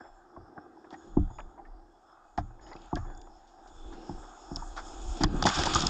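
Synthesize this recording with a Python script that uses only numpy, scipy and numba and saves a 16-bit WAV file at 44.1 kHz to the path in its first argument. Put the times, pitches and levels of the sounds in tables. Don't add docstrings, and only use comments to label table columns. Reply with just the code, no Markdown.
import sys
import numpy as np
from scipy import signal
from scipy.fft import rfft, irfft
from scipy.io import wavfile
from scipy.ndimage import uniform_filter1d
from numba import njit

SR = 44100
rng = np.random.default_rng(int(sys.argv[2]) if len(sys.argv) > 2 else 0)


def dump(signal):
    limited = np.clip(np.atleast_2d(signal).T, -1, 1)
    pcm = np.round(limited * 32767).astype(np.int16)
    wavfile.write(sys.argv[1], SR, pcm)


N = 259749

# (centre [Hz], width [Hz], gain [dB])
SLOSH_BANDS = [(75.3, 27, 2), (175, 114, -3)]
HULL_BANDS = [(334.5, 39.8, -1.5), (254, 63, -12), (431, 99, -14)]
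DECK_BANDS = [(580, 88, -8.5), (773, 108, 6), (889, 330, -7.5)]
GURGLE_BANDS = [(1255, 193, 2), (1580, 136, -5.5), (1905, 140, -18)]
CASE_BANDS = [(2550, 53, -13), (3010, 1180, -15), (3433, 273, -7), (4270, 430, -18)]
LID_BANDS = [(4800, 150, -10), (5285, 400, -3), (6860, 440, -5.5), (7050, 1330, -12.5)]
# (time [s], hull drone [dB], slosh [dB])
LAPPING_LEVELS = [(0.0, -56.5, -67), (0.16, -70, -75), (0.39, -56, -72), (0.53, -56, -69), (0.7, -56, -70),
                  (0.95, -56.5, -69), (1.1, -52.5, -56.5), (1.24, -71, -59.5), (1.44, -58.5, -56),
                  (1.57, -57.5, -69.5), (2.07, -68.5, -77.5), (2.32, -70, -77), (2.52, -62.5, -69.5),
                  (2.81, -53, -58), (2.94, -79, -78), (3.08, -51.5, -57), (3.42, -66.5, -77),
                  (3.69, -61, -68), (3.98, -48, -56.5), (4.32, -57, -73), (4.52, -56.5, -78),
                  (4.68, -55, -75), (4.92, -50, -56.5), (5.12, -50.5, -54.5), (5.18, -47.5, -54),
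                  (5.3, -45, -37), (5.4, -41.5, -38.5), (5.48, -36, -28.5), (5.53, -58, -49),
                  (5.59, -34.5, -31), (5.63, -39.5, -40.5), (5.77, -40.5, -33.5), (5.89, -47, -34.5)]
# (time [s], level [dB])
FLOW_LEVELS = [(0.0, -58.5), (0.31, -60.5), (0.56, -58.5), (0.67, -61), (1.71, -59), (1.86, -62),
               (2.12, -62), (2.69, -61), (2.78, -56.5), (3.11, -56), (3.23, -58), (3.81, -57.5),
               (4.09, -53), (4.47, -53.5), (4.87, -50.5), (5.05, -52.5), (5.12, -48), (5.2, -47.5),
               (5.28, -52), (5.36, -44), (5.48, -40.5), (5.53, -41), (5.59, -35.5), (5.64, -39),
               (5.77, -40), (5.89, -40)]
# (time [s], mist [dB], hiss [dB])
SPRAY_LEVELS = [(0.0, -81, -78.5), (0.33, -87.5, -85), (0.91, -82.5, -84.5), (1.04, -74.5, -75.5),
                (1.2, -78, -79.5), (1.37, -78, -85), (1.59, -84.5, -83.5), (1.9, -85, -87),
                (2.1, -84, -81.5), (2.45, -79, -84), (2.65, -87, -83), (2.84, -74, -68.5),
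                (3.04, -73.5, -77.5), (3.29, -76.5, -79), (3.52, -73.5, -82), (3.74, -69, -73),
                (3.87, -66.5, -67.5), (4.18, -66, -70), (4.49, -62, -66), (4.77, -61, -61),
                (5.07, -55.5, -60), (5.2, -55, -54.5), (5.27, -65.5, -61), (5.44, -54.5, -51.5),
                (5.5, -44, -39), (5.63, -46, -40), (5.77, -46, -37.5), (5.89, -49, -44.5)]
# (time [s], level [dB])
ROCKING_LEVELS = [(0.0, -83), (0.11, -53.5), (0.34, -81), (0.43, -70), (0.56, -78), (1.0, -80),
                  (1.21, -22.5), (1.28, -32), (1.31, -54), (1.46, -42.5), (1.54, -67), (1.72, -44.5),
                  (2.07, -77.5), (2.36, -61), (2.39, -53.5), (2.92, -54), (2.97, -35), (3.56, -67),
                  (3.87, -39.5), (4.1, -61), (4.15, -39), (4.38, -63.5), (4.61, -39), (4.92, -48.5),
                  (5.12, -28), (5.18, -47), (5.27, -26), (5.32, -50), (5.36, -26), (5.54, -57),
                  (5.58, -37.5), (5.89, -39)]


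def water():
    laps = patter(rate_hz=36, spread_db=4.0, tail_s=0.0024)
    drops = patter(rate_hz=51, spread_db=2.5, tail_s=0.004)

    rocking = undb(curve(ROCKING_LEVELS)) * mount_swing()
    slosh = undb(curve(LAPPING_LEVELS, column=2)) * rush(SLOSH_BANDS, laps, 0.59, 1.7)
    hull = undb(curve(LAPPING_LEVELS)) * rush(HULL_BANDS, laps ** 0.56, 0.6, 0.51)
    flow_db = curve(FLOW_LEVELS)
    flow = undb(flow_db) * rush(DECK_BANDS, laps ** 0.8, 0.97, 0.73)
    gurgle_db = submerge(flow_db, base_db=-65.5, slope=1.13, step_db=6.7)
    gurgle = undb(gurgle_db) * rush(GURGLE_BANDS, laps ** 0.73, 3.4, 2.6)

    mist_db, hiss_db = curve(SPRAY_LEVELS), curve(SPRAY_LEVELS, column=2)
    fine_db = submerge((mist_db + hiss_db) / 2, base_db=-61.5, slope=0.92, step_db=3.1)
    sparse = np.clip((-53.5 - mist_db) / 16, 0.25, 1)
    drops = drops ** (1.25 - sparse)
    hiss = undb(hiss_db) * rush(CASE_BANDS, drops ** 0.62, 1.9, 4.4 * sparse)
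    fine = undb(fine_db) * rush(LID_BANDS[:2], drops ** 0.42, 4.6, 1.8 * sparse)
    mist = undb(mist_db) * rush(LID_BANDS[2:], drops ** 0.8, 3.1, 3.1 * sparse)
    return through_mount(rocking + slosh + hull + flow + gurgle) + hiss + fine + mist


def rush(bands, gusts, flicker_db, swell_db):
    out = 0
    for hz, width_hz, db in bands:
        level_db = db + flicker_db * walk(16) + swell_db * walk(6)
        out = out + undb(level_db) * steep_band(gusts * rng.standard_normal(N), hz, width_hz)
    return unit(out)


def patter(rate_hz, spread_db, tail_s):
    hits = (rng.random(N) < rate_hz / SR) * undb(spread_db * rng.exponential(size=N))
    fade = np.exp(-1 / (tail_s * SR))
    return np.sqrt(1 + signal.lfilter([1], [1, -fade], hits ** 2))


def mount_swing(hz=26.57):
    swing = steep_band(rng.standard_normal(N), hz, 13.67)
    swing /= np.abs(signal.hilbert(swing)) ** 0.83 + 1e-6
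    return unit(bandpass(swing, hz, 45.0))


def submerge(control_db, base_db, slope, step_db, under_s=5.5, sink_s=0.026):
    under = np.clip((np.arange(N) / SR - under_s) / sink_s, 0, 1)
    return base_db + slope * (control_db + 60) + step_db * under


# (frequency [Hz], gain [dB], t60 [s])
EDGE_MODES = [(715.5, -1.5, 0.068), (838, 8, 0.019), (990, -20, 0.045), (1158, -11, 0.041)]
THUMP_MODES = [(295.4, 1, 0.14), (334, 6.5, 0.058), (426, -8.5, 0.046)]
THUD_MODES = [(166.3, 5, 0.073), (193.2, -8.5, 0.21)]
BOOM_MODES = [(66.4, -4, 0.18), (82.7, -4, 0.19), (112.4, -16.5, 0.41)]
ROCK_MODES = [(26.57, -27.5, 1), (32.2, -5, 0.35)]
# (time [s], thump peak [dB], boom [dB re thump], thud [dB re thump], edge [dB re thump])
HULL_KNOCKS = [(0.369, -43.5, -3.5, -7.5, 3), (0.925, -39.5, -28, -11, -18),
               (1.168, -12.5, -13.5, -4, -14.5), (1.189, -29.5, 1.5, -19, -18), (2.376, -30, 1, -2, 9.5),
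               (2.927, -26, -5.5, -2, 3.5), (2.966, -32, 1.5, -14, 0.5), (4.09, -31.5, -8, -1.5, -1),
               (4.511, -35, -4.5, 1, -3), (4.565, -40, -6.5, -2, 3), (5.205, -22.5, -8.5, -4.5, -13),
               (5.235, -21, -0.5, -0.5, -21), (5.339, -28, -11.5, 0, -30), (5.45, -19.5, -9.5, -2, 3.5),
               (5.479, -45, -13, -24, -18), (5.586, -28, -4, -11, 4.5)]


def knocks(contact_s=0.0022):
    out, t = np.zeros(N), np.arange(SR // 20) / SR
    for start_s, db, boom_db, thud_db, edge_db in HULL_KNOCKS:
        grind = rng.standard_normal(len(t)) * t * np.exp(-2 * t / contact_s)
        edge = signal.fftconvolve(ring(EDGE_MODES, 0), grind)[:SR // 2]
        edge = peak(bandpass(edge, 634.0, 610.0), db + edge_db)
        thump = ring(THUMP_MODES, db)
        thud = ring(THUD_MODES, db + thud_db)
        rock = ring(ROCK_MODES, db + boom_db - 10.5)
        boom = ring(BOOM_MODES, db + boom_db)
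        add(out, start_s, edge + thump + thud + rock + boom)
    return through_mount(out)


def ring(modes, peak_db, late_cycles=0.44, damp_db=3, damp_s=0.012):
    out, t = 0, np.arange(SR // 2) / SR
    for hz, db, t60_s in modes:
        size, detune = rng.standard_normal(2)
        age_s = np.maximum(t - late_cycles / hz, 0)
        envelope = (1 - np.exp(-1.23 * hz * age_s)) * decay(age_s, t60_s)
        tone = np.sin(2 * np.pi * hz * (1 + 0.011 * detune) * age_s)
        out = out - undb(db + 1.9 * size) * envelope * tone
    damping = unit(smooth(rng.standard_normal(len(t)), int(damp_s * SR)))
    return peak(out * undb(damp_db * damping), peak_db)


# (time [s], deck peak [dB], gurgle [dB re deck], case peak [dB], t60 [s])
WATER_SHEETS = [(0.039, -43.5, -9.5, -83, 0.16), (0.842, -45, -9, -85, 0.054),
                (0.906, -46.5, -4, -58, 0.075), (0.924, -41, -6, -55.5, 0.096),
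                (1.384, -33, -3, -62, 0.076), (1.576, -43, -27, -94, 0.11),
                (2.376, -29.5, 0.5, -45.5, 0.069), (2.591, -57, 3, -85, 0.039),
                (2.609, -52, -2, -62.5, 0.22), (2.664, -45.5, -4.5, -58.5, 0.21),
                (2.712, -39, -8, -73, 0.081), (2.965, -35, -11, -52, 0.078), (3.049, -44.5, -13, -81, 0.07),
                (3.098, -40.5, -26, -68, 0.037), (3.27, -42.5, -20, -75, 0.026),
                (3.469, -64, -18, -63.5, 0.17), (3.672, -74, -17, -58, 0.084),
                (3.923, -46, -3.5, -56.5, 0.13), (4.227, -49.5, 0, -74, 0.082),
                (4.763, -38, 3, -41.5, 0.13), (4.784, -40, 6.5, -53, 0.063),
                (5.206, -30, -3.5, -37.5, 0.12), (5.233, -20, -1.5, -42, 0.049),
                (5.424, -20.5, 0.5, -21.5, 0.015), (5.453, -20, -20, -23.5, 0.12),
                (5.464, -32, 17.5, -23.5, 0.044), (5.477, -34, 9, -29, 0.12),
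                (5.541, -40.5, 10, -28.5, 0.12), (5.585, -28, -3.5, -25, 0.095),
                (5.614, -47, -10, -29, 0.033), (5.635, -30, 7, -22, 0.014), (5.654, -23, -5, -25.5, 0.064),
                (5.735, -32, 5, -24, 0.038), (5.756, -27, -8, -22, 0.065), (5.788, -39, -5, -26, 0.059),
                (5.821, -42, 14.5, -23.5, 0.017)]


def sheets():
    deck, case, t = np.zeros(N), np.zeros(N), np.arange(SR // 5) / SR
    for start_s, deck_db, gurgle_db, case_db, t60_s in WATER_SHEETS:
        hold_s = 0.13 * t60_s
        rise_s = 0.0002 + 0.074 * hold_s
        envelope = np.minimum(t / rise_s, 1) * decay(t - hold_s, t60_s)
        for out, bands, peak_db in ((deck, DECK_BANDS, deck_db),
                                    (deck, GURGLE_BANDS, deck_db + gurgle_db),
                                    (case, CASE_BANDS, case_db),
                                    (case, LID_BANDS[:2], case_db - 2),
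                                    (case, LID_BANDS[2:], case_db - 8)):
            burst = envelope * rng.standard_normal(len(t))
            slap = sum(undb(db) * steep_band(burst, hz, 2 * width_hz) for hz, width_hz, db in bands)
            add(out, start_s, peak(slap, peak_db))
    return through_mount(deck) + case


# (time [s], peak [dB], centre [Hz], spread [oct])
CASE_DROPS = [(0.9055, -48.5, 3470, 0.27), (1.385, -45, 2320, 0.1), (1.402, -45, 2340, 0.2),
              (2.376, -38.5, 1970, 0.43), (2.732, -46, 4240, 0.091), (2.7632, -49.5, 2630, 0.42),
              (2.818, -51, 3730, 0.27), (2.8594, -51, 7750, 0.14), (2.9555, -33.5, 3280, 0.7),
              (3.1492, -53, 5000, 0.15), (3.1753, -46.5, 6960, 0.18), (3.216, -48, 3700, 0.7),
              (4.56, -23.5, 5000, 0.16), (4.5653, -33, 5130, 0.7), (5.236, -14, 4600, 0.44),
              (5.2424, -23, 3280, 0.45), (5.4256, -26.5, 3600, 0.41), (5.439, -23, 3520, 0.32),
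              (5.466, -18, 5400, 0.59), (5.4891, -21, 3500, 0.43), (5.7492, -13, 5680, 0.4),
              (5.806, -20.5, 3620, 0.45), (5.8689, -13, 4850, 0.43)]


def drop_ticks(smear_s=0.002, lag_s=0.0014):
    out, t = np.zeros(N), np.arange(2048) / SR
    hz = np.maximum(np.fft.rfftfreq(len(t), 1 / SR), 100)
    delay_s = lag_s * np.maximum(np.log2(8000 / hz), 0) ** 1.4 + 0.00111
    dispersion = np.exp(-2j * np.pi * np.cumsum(delay_s) * SR / len(t))
    bands = CASE_BANDS[2], *LID_BANDS[:3]
    case = 0.2 + sum(1 / (1 + ((hz - band_hz) / width_hz) ** 2) for band_hz, width_hz, _ in bands)
    for start_s, db, centre_hz, spread_oct in CASE_DROPS + pelting():
        click = rng.standard_normal(len(t)) * np.exp(-t / smear_s)
        distance = (np.log2(hz / centre_hz) / max(spread_oct, 0.1)) ** 2
        colour = case * (np.exp(-distance) + 0.72 * np.exp(-distance / 9))
        tick = irfft(rfft(click) * colour * dispersion)
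        add(out, start_s - 0.002, peak(tick, db))
    return out


def pelting(start_s=5.45, rate_hz=270, floor_db=-41, scatter_db=2.5):
    gap, size, pitch = rng.random((400, 3)).T
    times_s = start_s - np.cumsum(np.log(1 - gap)) / rate_hz
    peaks_db = floor_db - scatter_db * np.log(1 - size)
    centres_hz = 750 * 2 ** (3.06 * pitch)
    return [(s, db, hz, 0.25) for s, db, hz in zip(times_s, peaks_db, centres_hz) if s < N / SR]


# (time [s], peak [dB], pitch [Hz], t60 [s])
AIR_POCKETS = [(0.363, -38, 1080, 0.027), (0.564, -43, 760, 0.042), (0.767, -45.5, 800, 0.052),
               (0.842, -57, 1650, 0.043), (0.938, -37, 765, 0.046), (0.9401, -42.5, 1820, 0.034),
               (1.3, -45, 900, 0.038), (1.392, -41, 860, 0.026), (1.59, -39, 767, 0.049),
               (1.6503, -51.5, 1760, 0.06), (2.592, -56, 1680, 0.045), (2.6636, -54.5, 2950, 0.023),
               (2.7132, -50, 1880, 0.032), (2.728, -44.5, 1990, 0.025), (2.733, -43, 780, 0.035),
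               (2.7636, -53, 2540, 0.03), (2.9576, -37, 1594, 0.086), (4.621, -32, 912, 0.022),
               (4.77, -34.5, 1391, 0.09), (5.454, -31, 875, 0.04), (5.518, -29, 1130, 0.05),
               (5.67, -17.5, 877, 0.011), (5.753, -15, 1204, 0.058)]


def plops():
    out, t = np.zeros(N), np.arange(SR // 8) / SR
    for start_s, db, hz, t60_s in AIR_POCKETS:
        envelope = (1 - np.exp(-t / 0.0025)) ** 2 * decay(t, t60_s)
        tone = np.sin(2 * np.pi * hz * t * (1 + 1.36 * t))
        rasp = unit(steep_band(rng.standard_normal(len(t)), hz, 0.59 * hz))
        muffled = steep_band(envelope * (tone + 0.53 * rasp), hz, 0.35 * hz)
        add(out, start_s - 0.001, peak(muffled, db))
    return out


# (time [s], level [dB], centre [Hz], hold [s])
TREBLE_SIZZLES = [(0.0, -78.5, 5280, 0.15), (0.0, -83, 3390, 0.12), (0.0, -82, 7360, 0.18),
                  (0.32, -85, 3430, 0.071), (0.534, -77.5, 5350, 0.1), (0.967, -74, 6820, 0.2),
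                  (0.997, -80, 3470, 0.18), (1.302, -78, 3490, 0.13), (1.298, -70.5, 6850, 0.11),
                  (1.307, -80, 5070, 0.1), (1.86, -86, 3380, 0.099), (2.029, -80, 5230, 0.1),
                  (2.035, -82, 3400, 0.057), (2.607, -72.5, 6780, 0.16), (2.619, -71.5, 5100, 0.15),
                  (3.031, -75, 3450, 0.24), (3.042, -74, 6940, 0.23), (3.67, -68, 6940, 0.073),
                  (3.686, -71, 3470, 0.21)]


def sizzles(rise_s=0.005, t60_s=0.2, flicker_db=3.5):
    out, t = np.zeros(N), np.arange(SR // 2) / SR
    for start_s, db, hz, hold_s in TREBLE_SIZZLES:
        envelope = np.minimum(t / rise_s, 1) * decay(t - hold_s, t60_s)
        sizzle = unit(steep_band(rng.standard_normal(len(t)), hz, 0.03 * hz))
        add(out, start_s, undb(db) * envelope * sizzle)
    return out * undb(flicker_db * walk(30))


def through_mount(x, cutoff_hz=2060):
    return signal.sosfilt(signal.butter(4, cutoff_hz, fs=SR, output="sos"), x)


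@njit
def bandpass(x, hz, width_hz):
    y, band, low = np.empty(len(x)), 0., 0.
    g, damping = np.tan(np.pi * hz / SR), width_hz / hz
    for i in range(len(x)):
        v = (band + g * (x[i] - low)) / (1 + g * (g + damping))
        band, low = 2 * v - band, low + 2 * g * v
        y[i] = damping * v
    return y


def steep_band(x, hz, width_hz):
    for _ in range(3):
        x = bandpass(x, float(hz), 2.515 * width_hz)
    return x


def walk(rate_hz):
    hold = int(SR / rate_hz)
    steps = np.repeat(rng.standard_normal(N // hold + 1), hold)
    return 1.2 * smooth(steps, hold)[:N]


def smooth(x, samples):
    return uniform_filter1d(uniform_filter1d(x, samples), samples)


def curve(rows, column=1):
    rows = np.array(rows)
    return np.interp(np.arange(N) / SR, rows[:, 0], rows[:, column])


def decay(t, t60_s):
    return np.exp(-np.log(1000) * np.maximum(t, 0) / t60_s)


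def add(out, start_s, x):
    i = int(start_s * SR)
    out[i:i + len(x)] += x[:N - i]


def undb(db):
    return 10 ** (np.asarray(db) / 20)


def unit(x):
    return x / np.sqrt(np.mean(x ** 2))


def peak(x, db):
    return x * undb(db) / np.abs(x).max()


def scene():
    return (water() + knocks() + sheets() + drop_ticks() + plops() + sizzles())[None]


def record(dry, seal_hz=7970, top_hz=9150, mic_db=-79.5, hiss_db=-95):
    mic = dry + undb(mic_db) * rng.standard_normal(dry.shape)
    sealed = signal.sosfilt(signal.butter(4, seal_hz, fs=SR, output="sos"), mic)
    cut = signal.sosfilt(signal.cheby1(10, 0.5, top_hz, fs=SR, output="sos"), sealed)
    hiss = undb(hiss_db) * rng.standard_normal(dry.shape)
    return cut + signal.sosfilt(signal.ellip(8, 0.5, 60, 15500, fs=SR, output="sos"), hiss)


dry = scene()
out = record(dry)
dump(out)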